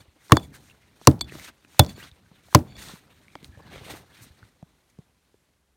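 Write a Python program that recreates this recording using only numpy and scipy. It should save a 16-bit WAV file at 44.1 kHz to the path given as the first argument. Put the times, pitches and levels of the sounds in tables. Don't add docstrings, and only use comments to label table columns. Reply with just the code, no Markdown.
import sys
import numpy as np
from scipy import signal
from scipy.fft import rfft, irfft
from scipy.io import wavfile
from scipy.ndimage import uniform_filter1d

SR = 44100
rng = np.random.default_rng(int(sys.argv[2]) if len(sys.argv) > 2 else 0)


def log_audio(samples):
    frames = np.atleast_2d(samples).T
    limited = np.clip(frames, -1, 1)
    pcm = np.round(limited * 32767).astype(np.int16)
    wavfile.write(sys.argv[1], SR, pcm)


def rack_gain(trim_db):
    fader = np.asarray(trim_db, float)
    return 10 ** (fader / 20)


N = 254016

# t/s, fibre crack level/dB, notch knock level/dB, knock f/Hz, steel ring level/dB
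BLOWS = [
    (.3195, 0.5, 6, 1121, -39.5),
    (1.0715, 2.5, 3.5, 1050, -37),
    (1.7931, 6.5, 2.5, 777, -8),
    (2.5479, 3, 5, 1023, -42.5),
]
# crack lead before contact/ms, crack length/ms, mid level/dB,
# treble level/dB, knock delay after contact/ms
BITES = [
    (-.1, 1.6, -8, -17, .7),
    (.2, 1.8, -2, -17, 1.5),
    (.1, 1.8, -3, -2, 1.8),
    (.4, 1.9, -6, -17, .6),
]
# f/Hz, t60/s, arrival/ms, first swing (+-1), level/dB at each of the four blows
TRUNK_MODES = [(83, 0.13, 3.2, -1, -9.5, -6, -5.5, -10), (130, 0.031, 2.4, 1, 5, -11, 1.5, 3),
               (136.43, 0.11, 4.1, 1, -12, -2, -9, -9.5), (260, 0.082, 5.4, 1, -10, -2.5, -15, -9.5),
               (311.7, .09, 4.7, 1, -6, -2, -12.5, -7), (445, 0.045, 4.1, 1, -9.5, -4, -23, -13),
               (552, 0.029, 4.0, -1, -15.5, -7, -10, -6.5), (584, .1, 4.7, 1, -21, -18, -17.5, -17.5),
               (725, 0.025, 3.5, 1, -16, -8, -11, -16), (870, 0.025, 3.0, 1, -15, -9, -14, -12)]
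# t/s, f/Hz, level/dB, t60/s
SLIVERS = [(.3212, 1850, -9, .025), (.3212, 2280, -8, .012), (.3215, 2800, -8, .015),
           (.3208, 3480, -7, .012), (.3208, 4120, -15, .014), (1.0725, 1680, -17, .02),
           (1.0725, 1990, -22, .02), (1.0725, 4400, -10, .012), (1.0722, 5300, -10, .006),
           (1.0725, 5910, -11, .01), (1.7945, 3550, -4, .014), (1.7943, 3850, -4, .02),
           (1.7945, 4185, -4, .02), (1.7945, 6200, -11, .012), (1.795, 7360, -13, .014),
           (1.795, 8590, -12, .014), (1.7955, 1040, -12, .025), (2.5487, 1400, -9, .016),
           (2.5487, 2290, -11, .016), (2.5485, 3560, -12, .016), (2.5487, 3855, -14, .014),
           (2.5487, 4295, -7, .014), (2.5487, 4700, -9, .012), (2.5487, 6020, -15, .012),
           (2.5487, 7140, -16, .01)]
# f/Hz, t60/s, level/dB
STEEL_MODES = [(3465, .066, -4), (3535, .03, -8), (4460, .028, 1), (4000, .02, -9), (7050, .02, -8),
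               (2290, .02, -18), (8225, 0.034, -18.5), (11400, 0.04, -25), (12350, .04, -21)]
# t/s, tick level/dB, steel level/dB, upper steel modes level/dB, wood knock level/dB
REBOUNDS = [(.2975, -49, -56, -4, -28.5), (.3695, -19, -20, -4, -5), (1.193, -45, -62, 12.5, -65),
            (1.2105, -23, -21, 4, -23.5), (1.243, -60, -40, -6, -55), (1.836, -46, -51, 12, -47.5),
            (1.848, -35, -48, 4, -39), (1.864, -40, -51, 10, -47), (1.893, -55, -42, 6.5, -59),
            (2.527, -62, -53, -9, -32), (2.823, -59, -38.5, -4, -56), (2.886, -40, -50, 8, -44)]
# t/s, tick level/dB, wood knock level/dB, knock f/Hz
GRAZES = [(0.283, -53.5, -63.5, 1000), (.309, -53.5, -25, 1000), (.398, -45, -44, 2560),
          (1.014, -57, -33.5, 660), (1.052, -45, -48.5, 896), (1.114, -36.5, -41, 3000),
          (1.746, -60, -43, 924), (2.54, -55.5, -40.5, 900), (2.591, -42, -50.5, 2500),
          (2.722, -62.5, -42.5, 2300), (2.768, -46.5, -36, 590), (2.784, -57, -43.5, 1070),
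          (2.896, -58.5, -33.5, 810), (3.354, -44, -25, 850)]
# start t/s, end t/s, level/dB
DRAGS = [(0, 0.02, -50), (0.35, 0.37, -38), (0.408, 0.462, -56), (1.062, 1.074, -52), (1.852, 1.928, -57),
         (1.94, 1.977, -56), (2.673, 2.748, -59), (2.746, 2.85, -54), (2.858, 2.9, -60)]
# t/s, tick peak level/dB, tick f/Hz, snap level/dB
TICKS = [(.207, -58, 1530, -72), (.523, -50, 417, -81.5), (.699, -41.5, 2790, -65.5),
         (.748, -51.5, 1483, -69.5), (1.296, -34, 2582, -58), (1.322, -32, 1840, -49),
         (1.353, -32, 620, -59), (1.385, -38.5, 705, -45), (1.397, -34, 2110, -42), (1.648, -44, 2540, -60),
         (1.977, -43, 422, -56.5), (2.115, -42, 3670, -64), (2.262, -51, 1550, -67.5),
         (2.315, -51.5, 823, -65.5), (2.485, -43, 700, -63), (2.936, -37.5, 390, -60),
         (2.96, -43, 1065, -63), (3.282, -40, 2230, -60.5), (3.429, -42, 408, -49),
         (3.445, -50, 401, -38.5), (3.575, -42, 550, -67), (3.759, -32.5, 540, -52), (3.78, -37, 563, -61),
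         (3.813, -38.5, 418.4, -59), (3.865, -35, 423, -51), (3.937, -48, 394.6, -52),
         (4.429, -38, 1480, -66), (4.627, -37.5, 684, -58), (4.988, -37.5, 404, -59),
         (5.343, -45, 416, -75.5)]
# t/s, level/dB, f/Hz
FLICKS = [(1.354, -36, 1100), (1.432, -44, 1300), (1.514, -50, 2300), (1.649, -44, 1500),
          (1.893, -37, 2400), (1.93, -50, 6000), (1.964, -48, 3200), (2.027, -44, 900), (2.074, -44, 3800),
          (2.715, -52, 2300), (2.73, -52, 2300), (2.766, -40, 2500), (2.82, -42, 1800), (2.876, -44, 1000),
          (2.886, -40, 3900), (3.354, -33, 2000), (3.355, -37, 3300), (3.445, -40, 4200), (3.78, -37, 2200),
          (3.787, -45, 1200), (3.866, -42, 1500), (3.912, -43, 1300), (3.94, -42, 1400), (4.9, -54, 6500)]
# t/s, level/dB, f/Hz
BUMPS = [(0.08, -53.5, 71.71), (0.522, -54, 210), (1.215, -39.5, 62.79), (1.297, -57, 123),
         (1.321, -40.5, 365), (1.353, -37.5, 298.2), (1.384, -57, 153), (1.395, -58.5, 73),
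         (1.647, -54.5, 275), (1.978, -39.5, 382), (2.117, -49, 71.8), (2.314, -49.5, 169),
         (2.436, -59.5, 335.4), (2.775, -43.5, 62), (2.936, -42.5, 187), (3.429, -44.5, 226),
         (3.461, -55.5, 71.8), (3.488, -43.5, 71), (3.572, -44.5, 107), (3.76, -44, 115.1),
         (3.782, -49, 108.3), (3.814, -43, 100), (3.911, -47, 334), (3.937, -38.5, 318.1),
         (4.219, -49.5, 109.2), (4.266, -53, 220), (4.303, -50, 70.95), (4.428, -49.5, 100),
         (4.627, -40, 159), (4.988, -40, 155)]
# start t/s, fastest t/s, end t/s, jacket swish level/dB, fine fabric hiss level/dB
STROKES = [(-.02, .01, .035, -57, -57.5), (.39, .45, .475, -63.5, -56.5), (.525, .55, .585, -50, -50.5),
           (.56, .65, .7, -65, -63), (.66, .705, .73, -60, -62), (1.268, 1.29, 1.35, -51, -60.5),
           (1.3, 1.38, 1.46, -51, -51), (1.42, 1.485, 1.505, -44.5, -47.5), (1.87, 1.9, 1.95, -54, -54),
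           (1.96, 2.0, 2.05, -50, -54), (2.0, 2.04, 2.09, -48, -55), (2.762, 2.78, 2.83, -53, -58),
           (2.78, 2.82, 2.87, -48.5, -49), (2.83, 2.88, 2.99, -47.5, -49.5), (3.43, 3.452, 3.49, -62, -57),
           (3.56, 3.68, 3.74, -60, -67), (3.7, 3.756, 3.82, -48, -58), (3.82, 3.92, 4.02, -47, -50),
           (4.06, 4.19, 4.32, -57.5, -62.5), (4.21, 4.232, 4.25, -71, -48.5), (4.3, 4.43, 4.53, -64, -69.5),
           (4.89, 4.902, 4.915, -73, -67.5)]
# start t/s, heaviest t/s, end t/s, snow crunch level/dB, hand rumble level/dB
SHIFTS = [(-.02, .01, .04, -59, -59), (.5, .552, .74, -62.5, -55.5), (1.25, 1.37, 1.5, -53.5, -53.5),
          (1.95, 2.0, 2.1, -74, -64), (2.75, 2.88, 2.98, -54, -54), (3.38, 3.45, 3.55, -67.5, -52),
          (3.55, 3.76, 3.83, -53, -49), (3.8, 3.9, 4.03, -45.5, -51), (4.15, 4.22, 4.33, -62, -59),
          (4.38, 4.44, 4.5, -65, -62), (4.97, 4.995, 5.03, -67, -62)]
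# t/s, restlessness level/dB
FIDGET = [
    (0, -72),
    (.8, -67.5),
    (2.3, -69),
    (3.1, -65),
    (4.3, -67.5),
    (4.6, -73),
    (5.2, -77.5),
    (5.76, -85),
]
# start t/s, end t/s, from f/Hz, to f/Hz, level/dB
SLIDES = [
    (3.29, 3.46, 2300, 2000, -64),
    (3.52, 3.76, 1800, 1550, -58),
    (1.455, 1.5, 1800, 3100, -45),
    (1.995, 2.055, 1600, 4000, -46),
    (.69, .72, 2100, 2900, -53),
    (4.12, 4.24, 3200, 3900, -65),
]
# f/Hz, level/dB per Hz
SWISH_SPECTRUM = [(710, -35.5), (1200, -7), (1510, -5.5), (2060, 0), (3010, -4), (4000, -3.5), (4860, -12),
                  (6440, -11), (7490, -16), (8910, -11.5), (10500, -19.5), (13900, -16), (16000, -24)]
# f/Hz, level/dB per Hz
WOODS_SPECTRUM = [(15, -47), (25, -12.5), (65, -0.5), (92, -15.5), (389, -20), (483, -24), (11600, -35),
                  (16500, -46.5)]

WOODS_DB = -65.5
MIC_LOW_HZ, MIC_TOP_HZ = 66, 16300
REBOUND_KNOCK_HZ = 1000
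GRAZE_STEEL_DB = -27
GRIP_S = 0.0034
IDLE_HISS_DB, IDLE_CRUNCH_DB, IDLE_RUMBLE_DB = -5.5, 0.5, 1
SWING_S, SWING_DB, SWING_HISS_DB = 0.11, -57.5, -56.5
JOLT_S, JOLT_FADE_S, JOLT_CRUNCH_DB, JOLT_RUMBLE_DB = 0.036, 0.083, -46, -34.5
SWAY_S, SWAY_CRUNCH_DB, SWAY_RUMBLE_DB = 0.288, -64, -48.5
EDGE_DB, ROUNDNESS, STOP_DB_PER_S = 12, 1.5, 499
GRAIN = 64


def unit(x):
    return x / np.sqrt(np.mean(x ** 2))


def add(out, s, sound):
    i = int(s * SR)
    out[i:i + len(sound)] += sound[:len(out) - i]


def ring(hz, t60, rise_ms):
    t = np.arange(int(0.91 * t60 * SR) + 64) / SR
    return np.sin(2 * np.pi * hz * t) * rack_gain(-60 * t / t60) * (1 - np.exp(-t * 1000 / rise_ms))


def coloured(points, size, lo_hz=0, hi_hz=1e5):
    f = np.fft.rfftfreq(size, 1 / SR) + 1
    points_hz, points_db = np.transpose(points)
    db = np.interp(np.log(f), np.log(points_hz), points_db)
    edges = 1 / (1 + (lo_hz / f) ** 6) / (1 + (f / hi_hz) ** 6)
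    return unit(irfft(rfft(rng.standard_normal(size)) * rack_gain(db) * edges, size))


def walk(rate):
    hold = int(SR / rate)
    return uniform_filter1d(rng.standard_normal(N)[np.arange(N) // hold], hold)


def chops():
    out = np.zeros(N)
    t = np.arange(SR // 2) / SR
    for k, (s, crack_db, knock_db, knock_hz, steel_db) in enumerate(BLOWS):
        lead_ms, length_ms, mid_db, treble_db, knock_ms = BITES[k]
        add(out, s - lead_ms / 1000, rack_gain(crack_db - 5.5) * crack(length_ms, treble_db, mid_db))
        seat = s + knock_ms / 1000
        add(out, seat, rack_gain(knock_db + 1.5) * ring(knock_hz, 0.018, rise_ms=0.3))
        add(out, seat + 0.0015, rack_gain(knock_db - 16.5) * ring(0.72 * knock_hz, 0.024, rise_ms=0.4))
        add(out, seat + 0.0004, rack_gain(knock_db - 24.5) * ring(1.9 * knock_hz, 0.023, rise_ms=1.0))
        steel(out, s + 0.003, steel_db, upper_db=-18)
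        for hz, t60, arrival_ms, swing, *mode_db in TRUNK_MODES:
            add(out, s + arrival_ms / 1000, np.sign(swing) * rack_gain(mode_db[k]) * ring(hz, t60, rise_ms=1.2))
        limbs = [(50, -5.5), (120, 2), (400, -5.5), (700, -7), (1100, -16), (2500, -34.5)]
        decay = rack_gain(-22 - 60 * t / 0.16) + rack_gain(-40.5 - 60 * t / 0.5)
        add(out, s + 0.0033, coloured(limbs, len(t)) * decay * (1 - np.exp(-t / 0.003)))
    for s, hz, db, t60 in SLIVERS:
        add(out, s, rack_gain(db) * ring(hz, t60, rise_ms=0.4))
    return out


def crack(length_ms, treble_db, mid_db=4):
    size = 4096
    t = np.arange(size) / SR * 1000 / length_ms
    bright = coloured([(300, -12.5), (1500, -8.5), (3000, mid_db - 3), (5500, mid_db), (16000, treble_db)], size)
    dull = coloured([(300, -6), (1500, 0), (4500, -3), (8000, -21), (16000, -40)], size)
    snap = t ** 6 * np.exp(7 - 7.01 * t)
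    swell = 0.2 * np.sqrt(t) * (t < 1)
    collapse = 0.12 * np.exp(1 - t / 1.5) * (t >= 1)
    uneven = rack_gain(4 * np.repeat(rng.standard_normal(64), 64))
    splinters = uneven * (rack_gain(-8.5) * np.exp(-t / 1.8) + rack_gain(-43) * np.exp(-t / 12))
    return bright * (snap + swell + collapse) + dull * splinters * np.minimum(t, 1)


def steel(out, s, db, upper_db):
    for hz, t60, mode_db in STEEL_MODES:
        contact_db = 0
        if abs(hz - 3500) > 200:
            contact_db = upper_db + 2.5 * rng.standard_normal()
        add(out, s, rack_gain(db + mode_db + contact_db) * ring(hz, t60, rise_ms=0.9))


def rebounds():
    out = np.zeros(N)
    touches = [(*row, REBOUND_KNOCK_HZ) for row in REBOUNDS]
    touches += [(s, db, db + GRAZE_STEEL_DB, 0, *knock) for s, db, *knock in GRAZES]
    for s, tick_db, steel_db, upper_db, knock_db, knock_hz in touches:
        add(out, s - 0.001, rack_gain(tick_db) * crack(0.8, treble_db=-18))
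        add(out, s + 0.00073, rack_gain(knock_db) * ring(knock_hz, 0.0078, rise_ms=0.088))
        add(out, s + 0.0012, rack_gain(knock_db - 8) * ring(0.73 * knock_hz, 0.02, rise_ms=0.5))
        add(out, s + 0.0022, rack_gain(knock_db - 15) * ring(0.33 * knock_hz, 0.05, rise_ms=0.93))
        add(out, s + 0.00016, rack_gain(knock_db - 7) * ring(1.6 * knock_hz, 0.007, rise_ms=0.3))
        head = np.zeros(SR // 8)
        steel(head, 0, steel_db, upper_db)
        free_s = min([row[0] - s for row in touches if row[0] > s] + [1])
        choked_s = np.maximum(np.arange(len(head)) / SR - free_s, 0)
        add(out, s + 0.00045, head * np.exp(-choked_s / GRIP_S))
    return out


def drags():
    t, push = np.arange(N) / SR, np.zeros(N)
    for start, end, db in DRAGS:
        push += rack_gain(db) * np.clip(np.minimum(t - start, end - t) / 0.012, 0, 1)
    head = np.zeros(SR // 8)
    steel(head, 0, 0, upper_db=-4)
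    add(head, 0, rack_gain(-11) * ring(2290, 0.04, rise_ms=0.5))
    add(head, 0, rack_gain(-19) * ring(7010, 0.06, rise_ms=0.5))
    add(head, 0, rack_gain(-27) * ring(12350, 0.08, rise_ms=0.5))
    head = head * np.exp(-np.arange(len(head)) / SR / 0.018)
    scratches = rng.standard_normal(N) * rack_gain(3.5 * walk(110))
    return push * unit(signal.fftconvolve(scratches, head)[:N])


def ticks():
    out = np.zeros(N)
    for s, tick_db, tick_hz, snap_db in TICKS:
        add(out, s, rack_gain(tick_db - 0.5) * ring(tick_hz, 0.0099 + 3.3 / tick_hz, rise_ms=0.12))
        add(out, s, rack_gain(snap_db + 2.5) * crack(0.44, treble_db=-21))
    for s, db, hz in FLICKS:
        low = ring(hz, 0.006, rise_ms=0.06)[:256]
        high = ring(1.43 * hz, 0.006, rise_ms=0.06)[:256]
        add(out, s, rack_gain(db) * (low + 0.6 * high))
    return out


def bumps():
    out = np.zeros(N)
    for s, db, hz in BUMPS:
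        add(out, s + 0.0013, -rack_gain(db + 10.5) * ring(hz, 5.123 / hz, rise_ms=0.53))
    return out


def movement():
    swish_db, hiss_db, crunch_db, rumble_db = motion()
    slips = walk(70)
    cloth = fabric(swish_db, hiss_db, slips) + squeaks(swish_db) + crackle(swish_db)
    crunch = coloured([(300, -0.5), (700, -4.5), (1500, -4.5)], N, 220, 1200)
    crunch *= rack_gain(crunch_db - 2.5 + 0.94 * slips + 4.2 * walk(57))
    rumble = coloured([(35, 0), (70, 0), (150, -3), (300, -8)], N, 40, 330)
    rumble *= rack_gain(rumble_db + 2 + 2.5 * walk(22))
    return cloth + crunch + rumble


def fabric(swish_db, hiss_db, slips):
    out = np.zeros(N)
    weave_hz, weave_level_db = np.transpose(SWISH_SPECTRUM)
    for lo_hz in 1300 * 2 ** np.arange(0, 3.5, 0.25):
        fine = np.clip(np.log2(lo_hz / 3000) / 1.2, 0, 1)
        near_db = (1 - fine) * (swish_db - 5.5) + fine * (hiss_db + 4)
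        weave_db = np.interp(np.log(lo_hz * 1.09), np.log(weave_hz), weave_level_db)
        width_db = 10 * np.log10(lo_hz / 3000)
        patches_db = 3.8 * walk(30) * min(5000 / lo_hz, 1) - 3
        band = coloured(SWISH_SPECTRUM, N, lo_hz, lo_hz * 1.1 if lo_hz < 12000 else MIC_TOP_HZ)
        out += band * rack_gain(near_db + weave_db + width_db + 2.6 * slips + patches_db)
    return out


def squeaks(swish_db):
    out = np.zeros(N)
    for when, pitch, size, glide in rng.random((600, 4)):
        hz = 1500 * 2 ** (1.7 * pitch)
        t = np.arange(int(SR * 24 / hz)) / SR
        chirp = np.sin(2 * np.pi * hz * t * (1 + 9 * (glide - 0.4) * t)) * np.hanning(len(t))
        add(out, when * N / SR, chirp * rack_gain(-2.5 * np.log(size + 0.03)))
    return out * rack_gain(swish_db - 4)


def crackle(swish_db):
    pops = (rng.random(N) < 420 / SR) * rack_gain(np.minimum(5 * rng.exponential(size=N), 10))
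    body = ring(1500, 0.004, rise_ms=0.05)[:128]
    edge = np.pad(ring(4200, 0.0015, rise_ms=0.03), (0, 128))[:128]
    return unit(signal.fftconvolve(pops, body + edge)[:N]) * rack_gain(swish_db - 5)


def motion():
    blows = [row[0] for row in BLOWS]
    swings = [(s - SWING_S, s, s + 0.017, SWING_DB, SWING_HISS_DB) for s in blows]
    jolts = [(s + 0.0099, s + JOLT_S, s + JOLT_S + JOLT_FADE_S, JOLT_CRUNCH_DB, JOLT_RUMBLE_DB) for s in blows]
    sways = [(s + 0.05, s + 0.12, s + SWAY_S, SWAY_CRUNCH_DB, SWAY_RUMBLE_DB) for s in blows]
    gestures = np.concatenate([swells(list(STROKES) + swings), swells(list(SHIFTS) + jolts + sways)])
    idle_db = np.interp(np.arange(N) / SR, *np.transpose(FIDGET))
    idle_db = idle_db + np.array([[0], [IDLE_HISS_DB], [IDLE_CRUNCH_DB], [IDLE_RUMBLE_DB]])
    return 10 * np.log10(uniform_filter1d(gestures, GRAIN) + rack_gain(idle_db) ** 2)


def swells(rows):
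    t, power = np.arange(0, N, GRAIN) / SR, 1e-12
    for start, top, end, *db in rows:
        away = np.where(t < top, (top - t) / (top - start), (t - top) / (end - top))
        outside_s = np.maximum(np.maximum(start - t, t - end), 0)
        fade_db = EDGE_DB * away ** ROUNDNESS + STOP_DB_PER_S * outside_s
        power = power + rack_gain(np.array(db)[:, None] - fade_db) ** 2
    return np.repeat(power, GRAIN, axis=1)[:, :N]


def slides():
    t, out = np.arange(N) / SR, np.zeros(N)
    for start, end, from_hz, to_hz, db in SLIDES:
        hz = np.interp(t, [start, end], [from_hz, to_hz]) * (1 + 0.04 * walk(40))
        gate = np.clip(np.minimum(t - start, end - t) / 0.0095, 0, 1)
        out += rack_gain(db) * gate * walk(320) * np.sin(2 * np.pi * np.cumsum(hz) / SR)
    return out


def woods():
    return coloured(WOODS_SPECTRUM, N) * rack_gain(WOODS_DB - 3.5 + 0.78 * walk(4))


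def scene():
    tool = chops() + rebounds() + drags()
    near = ticks() + bumps() + movement() + slides()
    return (tool + near + woods())[None]


def band_limit(x):
    return signal.sosfilt(signal.butter(12, 17090, fs=SR, output="sos"), x)


def record(dry):
    heard = signal.sosfilt(signal.butter(2, MIC_LOW_HZ, "high", fs=SR, output="sos"), dry)
    clipped = 1.06 * heard / (1 + np.abs(heard) ** 10.5) ** (1 / 10.5)
    top_cut = signal.ellip(8, 0.2, 45, MIC_TOP_HZ, fs=SR, output="sos")
    return band_limit(np.clip(signal.sosfilt(top_cut, clipped), -1, 1))


dry = scene()
out = record(dry)
log_audio(out)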